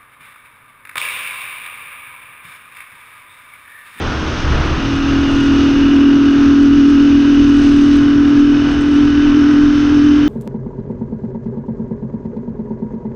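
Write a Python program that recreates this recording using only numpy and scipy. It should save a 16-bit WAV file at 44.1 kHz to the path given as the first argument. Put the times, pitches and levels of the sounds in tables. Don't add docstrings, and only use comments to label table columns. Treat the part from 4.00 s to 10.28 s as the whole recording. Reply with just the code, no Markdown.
import sys
import numpy as np
from scipy import signal
from scipy.fft import rfft, irfft, next_fast_len
from scipy.io import wavfile
from scipy.ndimage import uniform_filter1d

SR = 44100
rng = np.random.default_rng(int(sys.argv[2]) if len(sys.argv) > 2 else 0)


def transcribe(u):
    v = np.clip(np.atleast_2d(u).T, -1, 1)
    q = np.round(v * 32767).astype(np.int16)
    wavfile.write(sys.argv[1], SR, q)


N = 276948
TIME = np.arange(N) / SR
CRUISE_HZ, THROTTLE_S = 39.65, 0.99

# (time [s], level [dB])
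BOOM_LEVEL = [(0.74, -28.5), (0.86, -19), (1.24, -13.5), (2.06, -8), (2.31, -11), (2.47, -8), (3.92, -8.5),
              (4.07, -10), (4.4, -8), (4.69, -12.5), (4.85, -12.5), (5.01, -7.5), (5.09, -10.5),
              (5.65, -8.5), (5.82, -10.5), (6.08, -8.5), (6.2, -9)]
# (multiple, level [dB])
BOOM_TONES = [(6, -12), (7, 0)]
# (time [s], level [dB])
RASP_LEVEL = [(0.03, -29), (1.7, -18.5), (2.5, -20.5), (3.1, -22), (4.2, -23.5), (6.28, -26)]
# (multiple, level [dB], change as the firing rate rises [dB per Hz])
RASP_TONES = [(8, 1, -1.4), (9, -6.5, -0.16), (10, -11, 2.2)]
# (multiple, level [dB])
PUTTER_TONES = [(1, -41.5), (2, -29), (3, -30), (4, -39), (6, -33.5), (8, -54), (11, -44.5), (13, -52),
                (15, -53), (17, -51.5)]
CYCLE_KNOCKS = [(.04, 0.094, 0.64, .15), (.26, 0.014, 0.68, 1.4), (.65, 0.028, 0.63, 0.41),
                (.80, 0.038, 0.65, .3), (.86, 0.03, 0.47, 0.7), (.94, 0.036, 0.53, .3)]
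# (time [s], level [dB])
CASE_LEVEL = [(0.4, -29), (0.52, -26), (0.66, -30), (0.85, -29), (2.5, -28.5), (2.76, -31), (3.3, -30.5),
              (3.9, -30), (4.7, -30.5), (5.45, -27.5), (6.28, -30)]
# (frequency [Hz], level [dB])
CASE_COLOUR = [(600, -33), (950, -8.5), (1150, -5.5), (1330, -3.5), (1520, 0.5), (1680, -2.5), (1850, -6.5),
               (2200, -15.5), (2600, -11), (3050, -15), (3300, -20.5), (3600, -11), (4000, -21.5),
               (6000, -17), (7000, -41.5)]
# (frequency [Hz], level [dB])
TICK_COLOUR = [(3000, -13.5), (6000, -0.5), (7500, 7), (8800, 5.5), (9500, -3.5), (10500, -19.5)]
# (time [s], half length [s], rise [dB])
VALVE_SWELLS = [(1.42, .25, 7), (2.95, .3, 5), (3.716, .3, 13), (4.819, .13, 7)]
# (multiple, level [dB])
CHAIN_TONES = [(26, -9), (28, -6), (30, -3.5), (31, -13.5), (32, -0.5), (33, -2), (35, -8.5), (36, 1.5),
               (37, -5), (38, -6.5), (39, -10), (40, -3.5), (41, -8.5), (46, -12), (49, -9.5)]
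# (time [s], level [dB])
GEAR_LEVEL = [(0.03, -45), (0.84, -34.5), (1.85, -31.5), (2.54, -38), (3.1, -34), (3.65, -35.5),
              (4.22, -40), (4.6, -34.5), (5.05, -36.5), (5.3, -34), (5.65, -39.5), (5.85, -36.5),
              (6.28, -38)]
# (multiple, level [dB])
TEETH_TONES = [(70, -9), (71, -6), (72, -4), (73, -0.5), (88, -10.5)]
# (frequency [Hz], level [dB])
RATTLE_COLOUR = [(2200, -21.5), (2500, 1), (2750, -1.5), (2950, 0), (3150, -7.5), (3400, -18.5)]
# (time [s], strength [dB])
RIDGES = [(0.428, -4.5), (0.499, -5.5), (0.587, -4), (0.698, -5.5)]
# (frequency [Hz], width [Hz], level [dB])
FRAME_NOTES = [(24, 10, -6.5), (35, 15, -7.5), (70.95, 4.6, -5), (119.3, 12, -10)]
# (time [s], road shake [dB], wind and tyre rush [dB])
RIDE_LEVELS = [(0.03, -18.5, -30), (0.36, -22, -31), (0.46, -18.5, -30.5), (0.53, -14, -27),
               (0.96, -20, -33), (1.83, -21.5, -34), (1.97, -27, -34), (2.37, -26.5, -38),
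               (2.47, -24.5, -41), (3.35, -24.5, -37.5), (3.45, -20.5, -36.5), (4.45, -26, -38),
               (4.69, -19, -33), (4.93, -24.5, -38), (6.04, -23.5, -36), (6.2, -24, -37.5)]
# (frequency [Hz], level [dB])
RUMBLE_COLOUR = [(8, -19), (22, 1), (40, -2.5), (52, -10.5), (80, 1.5), (105, -1), (145, 0), (210, -6),
                 (400, -24.5)]
# (frequency [Hz], level [dB])
RUSH_COLOUR = [(60, -16), (150, 2), (300, 5.5), (430, 4), (600, -0.5), (850, -1), (1300, 0.5), (2100, -7.5),
               (3000, -8.5), (4500, -20.5)]
# (time [s], level [dB])
HISS_LEVEL = [(0.03, -40), (0.17, -38.5), (1.68, -37.5), (1.87, -41), (2.68, -41), (3.93, -38), (4.21, -43),
              (4.69, -40.5), (5.6, -43), (5.85, -40.5), (6.2, -42)]
# (frequency [Hz], level [dB])
HISS_COLOUR = [(1500, -12), (2500, 8), (3600, 6), (4200, 1.5), (4900, 1.5), (5700, -1), (6250, 2),
               (6700, -8.5), (7200, -21), (8500, -27.5), (10000, -34.5)]


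def exhaust(hz, cycles, boom_trim_db=0.14, rasp_trim_db=-2, putter_db=-4.5, gas_db=-20, coast_db=-7):
    boom_db, = curves(BOOM_LEVEL)
    rasp_db, = curves(RASP_LEVEL)
    boom = undb(boom_db + boom_trim_db) * pipe_tones(BOOM_TONES, hz, cycles)
    rasp_tones = [(multiple, db + slope * (hz - CRUISE_HZ)) for multiple, db, slope in RASP_TONES]
    rasp = undb(rasp_db + rasp_trim_db + 0.34 * wander(14)) * pipe_tones(rasp_tones, hz, cycles)
    putter = undb(putter_db + 2 * wander(19)) * pipe_tones(PUTTER_TONES, hz, cycles)
    gas = unit(ring(ring(noise(), 296, 70), 260, 100)) * undb(boom_db + gas_db)
    uneven_db = 0.4 * wander(40) + 0.35 * wander(12)
    return (boom + rasp) * undb(coast_db * coasting() + uneven_db) + putter + gas


def pipe_tones(table, hz, cycles, pipe_hz=296.6, width_hz=10):
    out = 0
    for multiple, db in table:
        lag = np.arctan(2 * (round(multiple) * hz - pipe_hz) / width_hz)
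        out += np.sqrt(2) * undb(db) * np.cos(2 * np.pi * round(multiple) * cycles - lag)
    return out


def firing_rate(climb_hz_per_s=0.425, wobble_hz=0.22):
    wobble = unit(ring(ring(noise(), hz=7.6, width_hz=5), hz=7.6, width_hz=5))
    return CRUISE_HZ + climb_hz_per_s * np.maximum(TIME - THROTTLE_S, 0) + wobble_hz * wobble


def coasting():
    return np.clip(1 - TIME / THROTTLE_S, 0, 1)


def clatter(cycles, case_trim_db=-4, tick_db=-64.8):
    case_db, = curves(CASE_LEVEL)
    on_case, on_valves = 0.46, 0.05
    for place, length, case_strength, valve_strength in CYCLE_KNOCKS:
        distance = (cycles - place + 0.5) % 1 - 0.5
        pulse = np.exp(-(distance / length) ** 2)
        on_case += case_strength * pulse
        on_valves += valve_strength * pulse
    swell_db = sum(db * np.exp(-((TIME - s) / length) ** 2) for s, length, db in VALVE_SWELLS)
    knocks = colour(noise() * on_case * undb(1.1 * wander(120)), CASE_COLOUR)
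    ticks = colour(noise() * on_valves * undb(3 * wander(80)), TICK_COLOUR)
    return knocks * undb(case_db + case_trim_db) + ticks * undb(tick_db + swell_db)


def chain_and_gears(cycles, chain_db=-2.5, teeth_db=-2, rattle_db=-3.5, coast_db=-6):
    gear_db, = curves(GEAR_LEVEL)
    case_db, = curves(CASE_LEVEL)
    chain = whine(CHAIN_TONES, cycles, slip=0.22, rate_hz=14) * undb(case_db + chain_db)
    push = 1 + 0.22 * np.cos(2 * np.pi * (cycles - 0.92))
    teeth = unit(push * whine(TEETH_TONES, cycles, slip=0.75, rate_hz=70)) * undb(gear_db + teeth_db)
    rattle = colour(push * noise(), RATTLE_COLOUR) * undb(gear_db + rattle_db)
    return (chain + teeth + rattle) * undb(coast_db * coasting())


def whine(table, cycles, slip, rate_hz, flutter_db=2.5):
    out = 0
    for multiple, db in table:
        phase = 2 * np.pi * (round(multiple) * cycles + rng.random()) + slip * wander(rate_hz)
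        out += np.sin(phase) * undb(db + flutter_db * wander(rate_hz))
    return unit(out)


def jolts(rise_s=0.017):
    out = np.zeros(N)
    for start, strength_db in RIDGES:
        age = np.maximum(TIME - start, 0)
        kick = undb(strength_db) * (1 - np.exp(-age / rise_s))
        for hz, width, db in FRAME_NOTES:
            out += kick * undb(db) * np.sin(2 * np.pi * hz * age) * np.exp(-np.pi * width * age)
    return out


def road_and_wind(frame_db=-2, rumble_db=-5.5, rush_trim_db=7, hiss_trim_db=4):
    shake_db, rush_db = curves(RIDE_LEVELS)
    hiss_db, = curves(HISS_LEVEL)
    frame = sum(undb(db + frame_db) * noisy_note(hz, width) for hz, width, db in FRAME_NOTES)
    rumble = undb(rumble_db) * colour(noise(), RUMBLE_COLOUR)
    rush = colour(noise(), RUSH_COLOUR) * undb(rush_db + rush_trim_db + 1.3 * wander(12))
    hiss = colour(noise(), HISS_COLOUR) * undb(hiss_db + hiss_trim_db + 0.95 * wander(22))
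    return (frame + rumble) * undb(shake_db) + rush + hiss


def whistle(db=-49.5):
    return noisy_note(hz=5320, width_hz=100) * undb(db + 1.7 * wander(4.1))


def undb(db):
    return 10 ** (np.asarray(db) / 20)


def unit(x):
    return x / np.sqrt(np.mean(x ** 2))


def curves(table):
    times, *columns = np.transpose(table)
    return [np.interp(TIME, times, column) for column in columns]


def noise():
    return rng.standard_normal(N)


def colour(x, spectrum):
    hz, db = np.transpose(spectrum)
    size = next_fast_len(N + SR // 4)
    freqs = np.maximum(np.arange(size // 2 + 1) * SR / size, 1)
    edge_fade = np.minimum(freqs / hz[0], 1) * np.minimum(hz[-1] / freqs, 1) ** 4
    gain = undb(np.interp(np.log(freqs), np.log(hz), db))
    return unit(irfft(rfft(x, size) * edge_fade * gain, size)[:N])


def ring(x, hz, width_hz):
    return signal.lfilter(*signal.iirpeak(hz, hz / width_hz, fs=SR), x)


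def noisy_note(hz, width_hz):
    return unit(ring(ring(noise(), hz, width_hz), hz, 3 * width_hz))


def wander(rate_hz):
    hold = int(SR / rate_hz)
    steps = rng.standard_normal(4096)[np.arange(N) // hold % 4096]
    return unit(uniform_filter1d(uniform_filter1d(steps, hold), hold))


def scene():
    hz = firing_rate()
    cycles = np.cumsum(hz) / SR
    engine = exhaust(hz, cycles) + clatter(cycles) + chain_and_gears(cycles)
    return (engine + road_and_wind() + jolts() + whistle())[None]


def record(dry, top_hz=10800):
    rounded = dry / (1 + dry ** 8) ** (1 / 8)
    return signal.sosfilt(signal.ellip(8, 0.2, 80, top_hz, fs=SR, output="sos"), rounded)


dry = scene()
out = record(dry)
transcribe(out)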